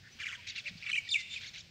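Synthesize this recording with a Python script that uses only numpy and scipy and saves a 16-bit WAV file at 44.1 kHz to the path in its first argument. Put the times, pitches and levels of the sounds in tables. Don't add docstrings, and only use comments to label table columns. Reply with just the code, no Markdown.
import sys
import numpy as np
from scipy import signal
from scipy.fft import rfft, irfft
from scipy.io import wavfile
from scipy.ndimage import uniform_filter1d

SR = 44100
rng = np.random.default_rng(int(sys.argv[2]) if len(sys.argv) > 2 else 0)


def persist_wave(psi):
    counts = np.round(np.clip(psi, -1, 1) * 32767).astype(np.int16)
    wavfile.write(sys.argv[1], SR, np.atleast_2d(counts).T)


N = 74970

# f/Hz, relative level/dB
RUMBLE_SPECTRUM = [(15, -42.5), (25, -16), (96, 4.5), (158, -0.5), (300, -14), (813, -20), (1200, -43)]
AIR_SPECTRUM = [(1000, -12.5), (1600, -5), (2400, 0.5), (3500, -2), (5000, -1.5), (6500, -10.5),
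                (8500, -19.5), (9300, -18), (15500, -14)]
# t/s, f/Hz, level/dB, decay/s
SOFT_BUMPS = [(0.149, 231, -58, 0.012), (0.707, 180, -49, 0.011), (0.752, 169.7, -42, 0.0084)]
# t/s, half length/s, centre f/Hz, width/Hz, level/dB
RUSTLE_SWELLS = [(0.066, 0.038, 1750, 330, -57), (0.487, 0.089, 2530, 950, -51),
                 (0.783, 0.013, 3900, 1570, -54), (1.099, 0.043, 4260, 900, -50.5),
                 (1.201, 0.02, 3270, 1870, -43.5), (1.348, 0.043, 3070, 1580, -44.5)]
# t/s, f/Hz, half length/s, level/dB
DISTANT_NOTES = [(0.132, 5950, 0.011, -58.5), (0.393, 970, 0.014, -63.5), (0.674, 584, 0.031, -67.5),
                 (0.78, 4660, 0.0043, -53)]
# f/Hz, gain/dB
OVERTONE_CURVE = [(4400, -52.5), (6100, -23), (7100, -21.5), (7700, -37), (8600, -19), (10500, -28.5),
                  (14000, -26)]
# t/s, f/Hz, half length/s, relative glide/(1/s), level/dB
CLEAR_NOTES = [(0.204, 2280, 0.003, -2.5, -43.5), (0.244, 2300, 0.0056, -8.5, -40),
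               (0.265, 2280, .0055, -3, -37.5), (0.3295, 2290, 0.0026, -2.5, -33),
               (0.584, 2690, 0.0086, -6.5, -39), (0.672, 2666, .008, -8.5, -39),
               (0.87, 2320, 0.013, 0.5, -42), (0.885, 2680, 0.0089, -1.5, -43.5),
               (0.899, 2230, 0.0062, 2.5, -36), (0.901, 2380, 0.007, 12.5, -39.5),
               (.918, 3020, 0.0025, -7, -31.5), (0.923, 4200, 0.0061, -2.5, -45),
               (.931, 2900, 0.0026, -22.5, -33), (0.935, 2410, 0.0036, -4.5, -29),
               (.946, 2580, 0.0047, 6.5, -29), (0.954, 3050, 0.0024, 2, -32.5),
               (.961, 2450, 0.0047, -29, -31.5), (0.9672, 2750, 0.0026, 20, -33.5),
               (.976, 2860, 0.0076, -3.5, -35.5), (0.985, 2320, 0.0076, -4, -28),
               (1.079, 1950, 0.0049, 12, -49.5)]
# t/s, f/Hz, level/dB
NEAR_CHIRP_TRACK = [(1.09, 3100, -23.5), (1.09, 3602, -35), (1.1, 3525, -41), (1.103, 3754, -55),
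                    (1.105, 5160, -39.5), (1.112, 4696, -38), (1.119, 3590, -30), (1.138, 3568, -30),
                    (1.141, 3033, -31), (1.146, 2643, -22.5), (1.15, 2520, -38.5), (1.159, 2337, -26.5),
                    (1.175, 2129, -42), (1.225, 2037, -50.5)]
FAR_CHIRP_TRACK = [(1.299, 3594, -52), (1.316, 3556, -45.5), (1.341, 3569, -43), (1.349, 3574, -44),
                   (1.358, 2950, -72), (1.362, 2554, -37), (1.386, 2160, -47.5)]
# apex t/s, apex f/Hz, rise/s, fall/s, level/dB, tilt/(dB/octave), roughness/(0-1)
HARSH_ARCHES = [(0.208, 2270, 0.02, 0.036, -45.5, -6, 0.5), (.267, 2383, 0.026, 0.029, -48, -5, 0.69),
                (.330, 2311, 0.005, 0.014, -45.5, -16.5, 0.63), (0.472, 2277, 0.0036, 0.02, -44, 7.5, 0.65),
                (.498, 2155, 0.015, 0.013, -41.5, 6, 0.46), (.564, 2107, 0.012, 0.021, -43, 1, 0.55),
                (.586, 2292, 0.0064, 0.024, -44, 4, 0.46), (0.663, 2430, 0.024, 0.035, -46.5, 0, 0.33),
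                (.681, 2315, 0.008, 0.021, -42.5, 1.5, 0.38), (.835, 2682, 0.033, 0.076, -49.5, 3, 0.58),
                (.868, 2398, 0.021, 0.023, -45, -11, 0.62), (0.898, 2110, 0.011, 0.015, -41.5, -7, 0.57),
                (0.961, 1938, 0.006, 0.0032, -43, -14, 0.12), (1.428, 2122, 0.021, 0.016, -48.5, 1.5, 0.8),
                (1.448, 2252, 0.017, 0.029, -47.5, 1, 0.48), (1.481, 2244, 0.02, 0.017, -48, 10.5, 0.15),
                (1.542, 2078, 0.0079, 0.012, -49.5, 4, 0.67), (1.561, 2226, 0.013, 0.024, -47.5, 1, 0.53),
                (1.594, 2238, 0.016, 0.022, -49.5, 13, 0.44)]
SQUAWK_ARCHES = [(.207, 2301, 0.011, 0.04, -44, -0.5, 0.45), (.267, 2307, 0.016, 0.047, -42.5, -0.34, 0.54),
                 (.332, 2290, 0.028, 0.032, -46, -1, 0.5)]
# f/Hz, gain/dB
HARSH_RESPONSE = [(700, -71.5), (1100, -5.5), (1550, 4), (2000, -1), (2400, 20), (3100, 12), (4300, 4.5),
                  (5200, 1), (7000, -11), (8500, -56)]
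SQUAWK_RESPONSE = [(800, -45.5), (1500, -1.5), (2300, 1.5), (3200, 4.5), (3800, -20.5), (6300, -9.5),
                   (8700, -27)]

RUMBLE_DB, AIR_DB = -62.5, -58.5
BUMP_ATTACK_S, FAR_GLIDE_PER_S = .004, -.3
LEAF_DECAY_S, WALL_DELAY_S, WALL_SPREAD_S, TAIL_T60_S = .009, .024, .0053, 1
SHIMMER_HZ, SHIMMER_WIDTH_HZ, SHIMMER_DB, SHIMMER_DECAY_S = 12850, 400, -41, .03
OVERTONE_STEP_DB, NOTE_JITTER, THROB_DB_PER_JITTER = -13, .011, 70
ARCH_DROP, ARCH_UP_S, ARCH_DOWN_S, EDGE_S = .52, .016, .018, .008
RASP_HZ, RASP_DEPTH, RASP_FADE_S, BREATH_GAIN = 554, .1474, .056, .843
SHELF_HZ, SHELF_DB, CUTOFF_HZ = 8980, -11, 15700


def undb(db):
    return 10 ** (np.asarray(db) / 20)


def unit(x):
    return x / np.sqrt(np.mean(x ** 2) + 1e-20)


def gain_at(hz, curve):
    f, db = np.array(curve, float).T
    return undb(np.interp(np.log(hz + 1), np.log(f), db))


def noise(shape):
    f = np.arange(N // 2 + 1) * SR / N
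    return unit(irfft(rfft(rng.standard_normal(N)) * shape(f), N))


def flutter(hz):
    return noise(lambda f: 1 / (1 + (f / hz) ** 4))


def background():
    rumble = noise(lambda f: gain_at(f, RUMBLE_SPECTRUM) / (1 + (f / 1500) ** 4))
    air = noise(lambda f: gain_at(f, AIR_SPECTRUM)) * undb(1.4 * flutter(2.3))
    return undb(RUMBLE_DB) * rumble + undb(AIR_DB) * air


def bumps(t):
    out = np.zeros(N)
    for at_s, hz, db, decay_s in SOFT_BUMPS:
        dt = np.maximum(t - at_s, 0)
        env = 2 * (1 - np.exp(-dt / BUMP_ATTACK_S)) * np.exp(-dt / decay_s)
        out += undb(db) * env * (np.sin(2 * np.pi * hz * dt) + .4 * flutter(220))
    return out


def rustles(t):
    out = np.zeros(N)
    for at_s, half_s, hz, width_hz, db in RUSTLE_SWELLS:
        band = noise(lambda f: np.exp(-(np.log((f + 1) / hz) * hz / width_hz) ** 2))
        out += undb(db) * np.exp(-((t - at_s) / half_s) ** 2) * band
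    grain_db = 1.8 * flutter(100)
    return out * undb(grain_db)


def far_notes(t):
    out, shake = np.zeros(N), flutter(140)
    for at_s, hz, half_s, db in DISTANT_NOTES:
        pitch_hz = hz * (1 + FAR_GLIDE_PER_S * (t - at_s) + .0094 * shake)
        env = np.exp(-((t - at_s) / half_s) ** 2)
        out += undb(db) * env * np.sqrt(2) * np.sin(2 * np.pi * np.cumsum(pitch_hz) / SR)
    return out


def garden(calls, t, echo_db):
    leaves = np.exp(-t / LEAF_DECAY_S)
    wall = np.exp(-((t - WALL_DELAY_S) / WALL_SPREAD_S) ** 2)
    tail = np.exp(-np.log(1000) * t / TAIL_T60_S)
    paths = [(leaves, -11.5), (wall, -15.5 + echo_db), (tail, -12 + echo_db / 2)]
    response = sum(undb(db) * unit(env * rng.standard_normal(N)) / np.sqrt(N) for env, db in paths)
    return calls + signal.fftconvolve(calls, response)[:N]


def shimmer(calls):
    pole = np.exp(-1 / (SHIMMER_DECAY_S * SR))
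    power = signal.lfilter([1 - pole], [1, -pole], calls ** 2)
    band = noise(lambda f: np.exp(-((f - SHIMMER_HZ) / SHIMMER_WIDTH_HZ) ** 2))
    return undb(SHIMMER_DB) * np.sqrt(power) * band


def beak_hiss():
    return undb(-24) * noise(lambda f: 1 / (1 + ((f - 6400) / 2200) ** 4))


def clear_tone(pitch_hz, overtone_db):
    phase = 2 * np.pi * np.cumsum(pitch_hz) / SR
    tone = np.sin(phase)
    for k in range(2, 5):
        gain = gain_at(k * pitch_hz, OVERTONE_CURVE) * undb(overtone_db + OVERTONE_STEP_DB * (k - 2.5))
        tone += gain * np.sin(k * phase)
    return np.sqrt(2) * tone


def clear_notes(t):
    out, shake, hiss = np.zeros(N), flutter(RASP_HZ), beak_hiss()
    for at_s, hz, half_s, glide_per_s, db in CLEAR_NOTES:
        span = abs(t - at_s) < .02
        dt = t[span] - at_s
        pitch_hz = hz * np.exp(glide_per_s * dt) * (1 + NOTE_JITTER * shake[span])
        env = np.exp(-abs(dt / half_s) ** 3)
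        out[span] += undb(db) * env * (clear_tone(pitch_hz, overtone_db=0) + hiss[span])
    return out


def chirp(t, track, jitter, overtone_db):
    at_s, hz, db = np.array(track).T
    pitch_hz = np.interp(t, at_s, hz) * (1 + jitter * flutter(RASP_HZ))
    gate = (t > at_s[0]) * (t < at_s[-1])
    env = uniform_filter1d(undb(np.interp(t, at_s, db)) * gate, size=80)
    env *= undb(THROB_DB_PER_JITTER * jitter * flutter(182))
    return env * (clear_tone(pitch_hz, overtone_db) + beak_hiss())


def syllables(t, arches, throat):
    out = np.zeros(N)
    shake, throb = flutter(RASP_HZ), flutter(RASP_HZ / 2)
    for at_s, hz, rise_s, fall_s, db, tilt_db_oct, roughness in arches:
        span = abs(t - at_s) < .1
        dt = t[span] - at_s
        bend = (dt / np.where(dt < 0, ARCH_UP_S, ARCH_DOWN_S)) ** 2
        pitch_hz = hz * (1 - ARCH_DROP * bend / (1 + bend))
        rasp = roughness * np.exp(-np.maximum(dt, 0) / RASP_FADE_S)
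        phase = 2 * np.pi * np.cumsum(pitch_hz * (1 + RASP_DEPTH * rasp * shake[span])) / SR
        gate = (1 + np.tanh(2 * (dt + rise_s) / EDGE_S)) * (1 + np.tanh(2 * (fall_s - dt) / EDGE_S))
        swell = np.exp(-.8 * (dt / np.where(dt < 0, rise_s, fall_s)) ** 2)

        def colour(f):
            return gain_at(f, throat) * undb(tilt_db_oct * np.log2((f + 1) / hz)) * (f > throat[0][0])

        tone = unit(sum(colour(k * pitch_hz) * np.sin(k * phase) for k in range(1, 7)))
        breath = BREATH_GAIN * rasp * noise(colour)[span]
        voice = gate * swell * (tone * (1 + rasp * throb[span]) + breath)
        rms = np.sqrt(np.sum(voice ** 2) / SR / (rise_s + fall_s))
        out[span] += undb(db) * voice / rms
    return out


def scene():
    t = np.arange(N) / SR
    notes = clear_notes(t)
    squawks = syllables(t, SQUAWK_ARCHES, SQUAWK_RESPONSE)
    chatter = squawks + syllables(t, HARSH_ARCHES, HARSH_RESPONSE) + notes
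    chirps = chirp(t, NEAR_CHIRP_TRACK, jitter=.014, overtone_db=2)
    chirps += chirp(t, FAR_CHIRP_TRACK, jitter=.01854, overtone_db=4.5)
    birds = garden(chatter, t, echo_db=-5) + garden(chirps, t, echo_db=1.5) + shimmer(notes + chirps)
    return (birds + far_notes(t) + rustles(t) + bumps(t) + background())[None]


def record(dry):
    f = np.arange(N // 2 + 1) * SR / N
    shelf = undb(SHELF_DB * (1 + np.tanh((f - SHELF_HZ) / 200)) / 2)
    lowpass = signal.ellip(10, .2, 70, CUTOFF_HZ, fs=SR, output="sos")
    return signal.sosfilt(lowpass, irfft(rfft(dry) * shelf, N))


dry = scene()
out = record(dry)
persist_wave(out)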